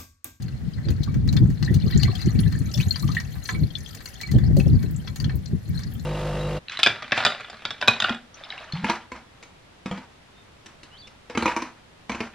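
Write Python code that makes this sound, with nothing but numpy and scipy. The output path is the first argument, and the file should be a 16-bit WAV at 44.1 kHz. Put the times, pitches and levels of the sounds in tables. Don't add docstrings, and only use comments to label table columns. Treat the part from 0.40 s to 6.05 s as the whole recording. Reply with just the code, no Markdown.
import sys
import numpy as np
from scipy import signal
from scipy.fft import rfft, irfft, next_fast_len
from scipy.io import wavfile
from scipy.ndimage import uniform_filter1d, map_coordinates

SR = 44100
rng = np.random.default_rng(int(sys.argv[2]) if len(sys.argv) > 2 else 0)


def store_wav(level_fs):
    pcm = np.round(np.clip(np.atleast_2d(level_fs), -1, 1) * 32767)
    wavfile.write(sys.argv[1], SR, pcm.T.astype(np.int16))


N = 249165
TOP_HZ = 15900

RING_T60_S, RING_POWER, MIDDLE_HZ = 0.019, 0.79, 3000
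SWELL_S, LINGER = 0.0067, 3.55
DROP_CYCLES = 50

# peak_s, swell_db, half_length_s (to 1/e), eddy_hz, tearing_db
GUSTS = [(0.275, -28, 0.027, 112, -56), (0.385, -22, 0.0061, 104, -65.5), (0.495, -19, 0.038, 117, -35),
         (0.61, -20.5, 0.016, 141, -43), (0.69, -19.5, 0.026, 105, -50), (0.765, -24.5, 0.0075, 151, -37),
         (0.868, -20.5, 0.022, 138, -51), (0.96, -14, 0.03, 139, -35), (1.027, -11.5, 0.018, 156, -71),
         (1.095, -17, 0.023, 137, -52), (1.23, -26, 0.025, 179, -55), (1.315, -14, 0.035, 177, -38),
         (1.365, -17, 0.023, 128, -55), (1.465, -19, 0.03, 200, -34), (1.565, -13.5, 0.03, 190, -49),
         (1.654, -14, 0.028, 107, -45), (1.7, -19.5, 0.016, 193, -38), (1.874, -10, 0.022, 173, -51),
         (1.955, -19, 0.014, 220, -42), (1.995, -15.5, 0.038, 188, -56), (2.077, -20, 0.026, 197, -44),
         (2.145, -31, 0.017, 103.5, -54), (2.215, -23.5, 0.035, 132, -55), (2.285, -27, 0.029, 116, -61),
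         (2.392, -18.5, 0.03, 107, -54), (2.474, -16.5, 0.0081, 93.4, -57), (2.65, -20.5, 0.025, 147, -52),
         (2.7, -21.5, 0.019, 130, -47), (3.165, -26, 0.058, 171, -43.5), (3.23, -18, 0.025, 132, -42),
         (3.39, -35, 0.032, 109, -61), (5.602, -35, 0.008, 90, -62), (3.965, -11.5, 0.027, 123, -27.5),
         (4.11, -26, 0.0096, 210, -28), (4.19, -10, 0.028, 182, -28.5), (4.27, -17, 0.0072, 189, -24),
         (4.45, -21, 0.017, 176, -35.5), (4.955, -21.5, 0.03, 87, -43), (5.138, -18.5, 0.034, 184, -48),
         (5.3, -23.5, 0.03, 88, -69)]


def amp(db):
    return 10 ** (np.asarray(db) / 20)


def unit(x):
    return x / np.sqrt(np.mean(x ** 2) + 1e-20)


def along(points, hz):
    f, v = np.transpose(points)
    return np.interp(np.log(hz + 1), np.log(f + 1), v)


def curves(rows):
    s, *cols = np.transpose(rows)
    return [np.interp(np.arange(N) / SR, s, c) for c in cols]


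def wobble(rate_hz):
    knots = rng.standard_normal(int(N * rate_hz / SR) + 4)
    return map_coordinates(knots, [np.arange(N) * rate_hz / SR])


def filtered(x, response):
    m = next_fast_len(N + SR // 2)
    return irfft(rfft(x, m) * response(np.fft.rfftfreq(m, 1 / SR)), m)[..., :N]


def noise(spectrum, alike=0):
    left, right, common = rng.standard_normal((3, N))
    share = np.clip(alike, 0, 1)
    pair = np.sqrt(1 - share) * np.array([left, right]) + np.sqrt(share) * common
    return unit(filtered(pair, lambda hz: amp(along(spectrum, hz))))


def patchy(x, depth_db):
    z = signal.stft(x, nperseg=256)[2]
    field = rng.standard_normal(z.shape[1:])
    field = uniform_filter1d(field, size=9, axis=0)
    field = uniform_filter1d(field, size=4, axis=1)
    return unit(signal.istft(z * amp(depth_db * unit(field)), nperseg=256)[1][:, :N])


def add(track, s, sound):
    start = int(np.clip(round(s * SR), 0, N - 1))
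    part = sound[..., :N - start]
    track[..., start:start + part.shape[-1]] += part


def grains(s, db, hz, cycles):
    t = np.arange(SR // 120) / SR
    turns = np.clip(hz, 700, TOP_HZ)[:, None] * t
    decay = amp(-60 * turns / cycles)
    attack = 1 - np.exp(-turns / 2)
    rings = amp(db)[:, None] * np.sin(2 * np.pi * turns) * decay * attack
    rings = rings * np.linspace(1, 0, len(t))
    at = (np.maximum(s, 0) * SR).astype(int)[:, None] + np.arange(len(t))
    return np.bincount(at.ravel(), rings.ravel(), N)[:N]


def spatter(s, db, hz, length_s, spread, cycles, count, fade_db=10, scatter_db=8):
    jitter, size, strength = rng.random((len(s), 3, count)).transpose(1, 0, 2)
    late = (np.arange(count) + jitter) / count
    when = s[:, None] + length_s * late ** 1.8
    level = db[:, None] - fade_db * late - scatter_db * strength
    pitch = np.reshape(hz, (-1, 1)) * np.exp(spread * (2 * size - 1))
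    return grains(when.ravel(), level.ravel(), pitch.ravel(), cycles)


def plink(hz, t60_s, rise, waver, attack_s, glide=0.46):
    t = np.arange(SR // 8) / SR
    drift = np.interp(t, np.linspace(0, t[-1], 60), rng.standard_normal(60))
    pitch = hz * (1 + rise * (.85 - np.exp(-t / (glide * t60_s))) + waver * drift)
    shape = amp(-60 * t / t60_s) * (1 - np.exp(-t / attack_s))
    return np.sin(2 * np.pi * np.cumsum(pitch) / SR) * shape / shape.max()


def bubble(hz, rise, waver=0.03, attack_cycles=0.34):
    t60_s = RING_T60_S * (MIDDLE_HZ / hz) ** RING_POWER * (1 + LINGER * rise)
    return plink(hz, t60_s, rise, waver, attack_cycles / hz + SWELL_S * rise)


def outdoor_air(level_db=-44.0):
    # hz, relative_db
    spectrum = [(60, 7.5), (500, -11), (1000, -20), (1900, -20.5), (6000, -29.5), (15000, -41.5)]
    return amp(level_db) * noise(spectrum)


def wind(breeze_db=0, gust_db=-1, lump_db=2, surge_db=3, left_db=1.94):
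    # time_s, buffet_db
    breeze_points = [(0.0, -33.5), (0.8, -24), (1.05, -17), (1.17, -24.5), (1.62, -19.5), (1.79, -26),
                     (2.0, -21), (2.35, -27.5), (2.8, -28.5), (3.07, -43.5), (3.2, -32), (3.72, -49),
                     (3.83, -38.5), (3.99, -19.5), (4.3, -17), (4.72, -34), (4.86, -25), (5.22, -43),
                     (5.33, -28.5), (5.64, -33.5)]
    # hz, relative_db
    buffet = [(12, -61), (20, -31), (54, -0.5), (97, 2), (144, 2.5), (205, -6), (499, -35), (767, -48.5),
              (900, -48.5), (1170, -51.5), (1980, -120)]
    buffet_db, = curves(breeze_points)
    t = np.arange(N) / SR
    breeze = amp(buffet_db + breeze_db + surge_db * wobble(21.914))
    swells = sum(amp(db + gust_db) * np.exp(-((t - s) / length_s) ** 2)
                 for s, db, length_s, _, _ in GUSTS)
    lumps = amp(lump_db * np.array([wobble(35), wobble(35)]))
    buffeting = unit(lumps * noise(buffet, alike=0.25))
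    return np.hypot(breeze, swells) * buffeting * amp([[left_db], [-left_db]])


def pour():
    # time_s, trickle_db, hiss_db
    flow = [(0.0, -57, -70.5), (0.65, -51.5, -69.5), (0.84, -58.5, -71), (0.94, -53.5, -61),
            (1.06, -55.0, -64), (1.59, -45.5, -55), (2.3, -51.5, -54), (2.39, -49, -47.5),
            (2.99, -51.5, -56), (3.09, -50, -46), (3.21, -54.0, -56.5), (3.56, -51, -51.5),
            (4.14, -53, -63), (4.19, -52.5, -54), (5.24, -58, -60.5), (5.36, -50, -57),
            (5.64, -56.5, -57.5)]
    # hz, left_over_right_db
    balance = [(700, -0.5), (1300, 2), (2400, 0.5), (3400, 14.5), (4400, 11), (8000, 0), (11000, 2.5),
               (15000, -18)]
    flow_db, hiss_db = curves(flow)
    hiss_db = hiss_db + 2.2 * wobble(16)
    churn_db = (flow_db + hiss_db) / 2
    crackle = droplets(hiss_db + 5, centre_hz=8000, spread=0.4, length_s=0.005,
                       cycles=6, scatter_db=20, count=420)
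    drops = droplets(churn_db + 3, centre_hz=4300, spread=0.6, length_s=0.0083,
                     cycles=20, scatter_db=19, count=300)
    small = burble(flow_db, level_db=-4.0, scatter_db=10, centre_hz=2400, spread=0.75,
                   most_rise=0.3, count=330)
    tiny = burble(hiss_db, level_db=-2.5, scatter_db=13.5, centre_hz=9220, spread=0.48,
                  most_rise=0.05, count=330)
    inside = bubbles() + small + tiny + splats() + ticks() + drops + crackle + wet_patter(flow_db)
    mixed = bay(neck(inside)) + treble_hiss(hiss_db)
    balanced = filtered(mixed, lambda hz: amp(along(balance, hz) * [[.5], [-.5]]))
    return balanced + stream(flow_db)


def stream(flow_db, level_db=-3.5, left_db=3.0):
    # hz, relative_db
    spectrum = [(400, -12), (700, 3), (1000, -1), (1400, 9), (1950, 15), (2500, -0.5), (3100, 3),
                (4000, 3.5), (5500, 1), (8000, -6), (16000, -26)]
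    rush = patchy(noise(spectrum, alike=0.076), depth_db=3.5)
    return amp(flow_db + level_db) * rush * amp([[left_db], [-left_db]])


def treble_hiss(hiss_db, level_db=-5):
    # hz, relative_db
    spectrum = [(2000, -58), (4500, -16), (7000, 9), (9000, 6), (12000, 14.5), (15000, -6), (16000, -20)]
    return amp(hiss_db + level_db) * patchy(noise(spectrum, alike=0.038), depth_db=6.5)


def wet_patter(flow_db, level_db=-8):
    # hz, relative_db
    spectrum = [(500, 10.5), (1000, 0.5), (1900, 11), (2600, -8.5), (3400, 0.5), (4400, 1.5), (7000, -22.5),
                (16000, -10.5)]
    return amp(flow_db + level_db) * patchy(noise(spectrum), depth_db=8)[0]


def droplets(level_db, centre_hz, spread, length_s, cycles, scatter_db, count):
    when, size, strength = rng.random((count, 3)).T
    db = level_db[(when * N).astype(int)] + scatter_db * strength ** 2
    pitch = centre_hz * np.exp(spread * (2 * size - 1))
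    return spatter(when * N / SR, db, pitch, length_s, spread=0.12, cycles=cycles, count=4)


def burble(flow_db, level_db, scatter_db, centre_hz, spread, most_rise, count, crowding=2.2):
    out, formed = np.zeros(N), np.cumsum(amp(crowding * flow_db))
    for turn, size, strength, climb in rng.random((count, 4)):
        at = np.searchsorted(formed, turn * formed[-1])
        db = flow_db[at] + level_db + scatter_db * strength ** 2
        hz = centre_hz * np.exp(spread * (2 * size - 1))
        add(out, at / SR, amp(db) * bubble(hz, most_rise * climb ** 2))
    return out


def neck(x, ring_db=1, direct_db=-3):
    # centre_hz, width_hz, level_db
    resonances = [(750.6, 28.3, 11.5), (1034, 14, 0), (1306, 24, -0.5), (1620, 18, -39), (1764, 54, -3.5),
                  (1866, 22, -5), (2020, 54, -4), (2271.6, 19.4, 6), (2590, 11, -1), (3185, 31, 6),
                  (3490, 230, -9), (4234, 220, 7.5), (4730, 220, 3), (6140, 540, 0.5), (6580, 770, 1.5)]

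    def response(f):
        modes = np.array([amp(db + ring_db) * 1j * f * w / (c * c - f * f + 1j * f * w)
                          for c, w, db in resonances])
        turn = np.exp(1j * rng.normal(0, 0.52, (2, len(resonances))))
        return amp(direct_db) + turn @ modes
    return filtered(x, response)


def bay(x, wet_db=-1.5, walls_db=-2, count=10):
    # hz, t60_s
    decay = [(500, 0.24), (3000, 0.064), (12000, 0.1)]
    hz, t, z = signal.stft(rng.standard_normal((2, SR // 4)), SR, nperseg=256)
    tail = signal.istft(z * amp(-60 * t / along(decay, hz)[:, None]), SR, nperseg=256)[1]
    echo = amp(wet_db) * tail / np.linalg.norm(tail[0])
    for port in echo:
        at = (rng.uniform(.0003, .007, count) * SR).astype(int)
        port[at] += amp(walls_db) * rng.choice([-1, 1], count) / np.sqrt(count)
    return x + signal.fftconvolve(x, echo, axes=1)[:, :N]


def splats(hollow_db=-3.5, crack_db=-1, spray_db=2, snap_db=0, thud_db=-12):
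    hollow_t60_s, snap_t60_s, crack_length_s, spray_length_s = 0.052, 0.026, 0.015, 0.031
    # start_s, level_db, hollow_db and spray_db (both relative to level_db)
    films = [(0.022, -42.5, -12, -2), (0.082, -40.5, -5, -19), (0.485, -29, -11.5, -23),
             (0.504, -48.5, 8.5, 6.5), (0.633, -29.5, -26, -15), (0.742, -43.5, 7.5, -7),
             (0.876, -35.5, -2.5, -9.5), (0.927, -33, -8, -6.5), (0.966, -27, -3.5, -14),
             (1.101, -48.5, 7.5, -1), (1.226, -26, -6, -17), (1.342, -33, -13, -3.5), (1.502, -40, 5, -16),
             (1.631, -21, -25, -13.5), (1.752, -30, -16, -13), (1.815, -37.5, -0.5, -5.5),
             (1.99, -27, -10, -17), (2.124, -35.5, -0.5, -10), (2.338, -31, -27, -12),
             (2.375, -23.5, -16.5, -31), (2.408, -29.5, -8.5, -7), (2.5573, -27, -3.5, -36),
             (2.677, -31.5, -9, -23), (2.748, -27.5, -12, -12.5), (2.8, -28.5, -4, -14),
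             (2.955, -51, 10, -19), (3.053, -36, -13, -15), (3.089, -26, 6.5, -32), (3.548, -43, -2, 4.5),
             (3.605, -40, 1, -12), (3.657, -48.5, 8, 9.5), (3.812, -26, -10.5, -12), (3.873, -40, -4, -8),
             (3.914, -35, -3.5, -2.5), (3.983, -43.5, 7, -5), (4.167, -33.5, -24, -6),
             (4.197, -35.5, -2, -6), (4.428, -46.5, 9, 3.5), (4.674, -31, -2.5, -26),
             (4.759, -33.5, -6.5, -5.5), (4.8, -31.5, -7, -10), (4.843, -31.5, -7.5, -20),
             (4.895, -41, 11, -30), (5.391, -39, -2, -7)]
    out, t = np.zeros(N), np.arange(SR // 10) / SR
    pop_band = signal.butter(3, [1050, 2200], "band", fs=SR, output="sos")
    thud_band = signal.butter(2, [300, 480], "band", fs=SR, output="sos")
    for s, db, hollow, spray in films:
        air = unit(signal.sosfilt(pop_band, rng.standard_normal(len(t))))
        thud = unit(signal.sosfilt(thud_band, rng.standard_normal(len(t))))
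        pop = (air + amp(thud_db) * thud) * amp(hollow + hollow_db - 60 * t / hollow_t60_s)
        snap = rng.standard_normal(len(t)) * amp(spray + snap_db - 60 * t / snap_t60_s)
        add(out, s, amp(db) * (pop + snap))
    s, db, _, spray = np.transpose(films)
    crack = spatter(s, db + crack_db, 3960, crack_length_s, spread=0.44,
                    cycles=DROP_CYCLES / 2, count=18)
    mist = spatter(s, db + spray + spray_db, 8880, spray_length_s, spread=0.4,
                   cycles=DROP_CYCLES, count=26)
    return out + crack + mist


def eddies(level_db=3, cycles=1.19, right_db=-4, octave_db=-11, tear_db=-3):
    # hz, relative_db
    tear = [(150, -60), (300, 12.5), (600, -5), (800, -13.5), (1100, -41), (2500, -63), (6000, -120)]
    out, tearing = np.zeros((2, N)), np.zeros(N)
    t = np.arange(-SR // 20, SR // 20) / SR
    for s, db, length_s, hz, rip_db in GUSTS:
        phase = 2 * np.pi * (hz * t + rng.random((2, 1)))
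        swing = np.sin(phase) + amp(octave_db) * np.sin(2 * phase)
        swing = swing * np.exp(-(hz * t / cycles) ** 2)
        add(out, s + t[0], amp(db + level_db) * swing * amp([[0], [right_db]]))
        add(tearing, s + t[0], amp(rip_db + tear_db) * np.exp(-(t / length_s) ** 2))
    return out + tearing * noise(tear, alike=1.0)


def bubbles(level_db=-2.0, twins_db=-6, twins_length_s=0.02):
    # start_s, level_db, nominal pitch_hz, rise (share of pitch)
    loudest = [(0.632, -36, 3680, 0.056), (0.676, -34, 1150, 0.056), (0.889, -30.5, 3900, 0.031),
               (0.972, -28, 3510, 0.063), (1.26, -38.5, 4000, 0.044), (1.276, -28.5, 1813, 0.32),
               (1.411, -42, 2980, 0.11), (1.523, -35.5, 1900, 0.33), (1.534, -36, 3790, 0.18),
               (1.576, -26, 7090, 0.014), (1.632, -27, 4340, 0.055), (1.632, -25.5, 3060, 0.03),
               (1.651, -27, 2100, 0.14), (1.681, -28.5, 1128, 0.066), (1.728, -43.5, 723, 0.052),
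               (1.754, -33, 3250, 0.043), (1.822, -40.5, 3890, 0.22), (2.004, -23, 10050, .03),
               (2.151, -34, 1740, 0.11), (2.341, -26.5, 5350, .04), (2.347, -30, 3424, 0.034),
               (2.401, -21.5, 2496, 0.068), (2.408, -27.5, 2980, 0.11), (2.427, -32, 3850, 0.12),
               (2.508, -23.5, 4300, 0.04), (2.542, -35.5, 3200, 0.046), (2.558, -30.5, 4640, 0.038),
               (2.631, -32, 1146, 0.1), (2.68, -38, 3176, 0.029), (2.69, -27, 1213, 0.069),
               (2.768, -14.5, 1895, 0.058), (3.148, -30, 2320, 0.075), (3.304, -40.5, 3200, .05),
               (3.353, -23.5, 3480, 0.042), (3.461, -33.5, 3374, 0.037), (3.675, -38, 2200, 0.057),
               (3.804, -34.5, 1940, .04), (3.833, -28, 2257, 0.052), (3.888, -34.5, 1975, 0.13),
               (3.959, -42, 3060, .12), (3.987, -42.5, 3350, .06), (4.201, -24.5, 2560, 0.039),
               (4.563, -33.5, 7370, 0.023), (4.677, -33.5, 3310, 0.044), (4.801, -34.5, 4600, .05),
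               (4.843, -32.5, 3290, 0.096), (5.375, -39.5, 4070, 0.1)]
    out = np.zeros(N)
    for s, db, hz, rise in loudest:
        add(out, s, amp(db + level_db) * bubble(hz, rise))
    s, db, hz, _ = np.transpose(loudest)
    twins = spatter(s, db + twins_db, 1.218 * hz, twins_length_s, spread=0.51,
                    cycles=DROP_CYCLES / 2, count=9)
    return out + twins


def ticks(level_db=-4, t60_s=0.026, width=0.27):
    # start_s, level_db, centre_hz
    strikes = [(1.247, -37, 5960), (1.509, -39, 12800), (1.859, -38.5, 6450), (2.189, -36.5, 9200),
               (2.314, -41, 6000), (2.595, -36.5, 5760), (2.624, -33, 11800), (2.716, -39, 4140),
               (3.041, -37, 10600), (3.055, -36, 5150), (3.385, -38, 8450), (3.489, -43.5, 8300),
               (4.186, -35.5, 10100), (4.51, -39, 12400), (4.956, -34.5, 13800), (5.058, -41.5, 4800),
               (5.29, -41.5, 12200), (5.434, -40, 4630), (5.537, -37, 13500)]
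    out, t = np.zeros(N), np.arange(SR // 25) / SR
    f = np.fft.rfftfreq(len(t), 1 / SR) + 1
    for s, db, hz in strikes:
        band = np.exp(-.5 * (np.log(f / hz) / width) ** 2)
        burst = unit(irfft(rfft(rng.standard_normal(len(t))) * band, len(t)))
        add(out, s, amp(db + level_db - 60 * t / t60_s) * burst)
    return out


def glugs(level_db=-3, t60_s=0.1):
    # start_s, level_db, nominal pitch_hz
    gulps = [(2.35, -37, 572), (3.952, -34, 645), (4.168, -20, 545), (4.203, -37, 752)]
    out = np.zeros(N)
    for s, db, hz in gulps:
        add(out, s, amp(db + level_db) * plink(hz, t60_s, rise=0.049, waver=0.057, attack_s=0.001))
    return out


def scene():
    return outdoor_air() + wind() + pour() + eddies() + glugs()


def record(dry):
    thinned = signal.sosfilt(signal.butter(3, 38, "high", fs=SR, output="sos"), dry)
    rounded = thinned / (1 + np.abs(thinned / .95) ** 6) ** (1 / 6)
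    return filtered(rounded, lambda hz: hz < TOP_HZ)


dry = scene()
out = record(dry)
store_wav(out)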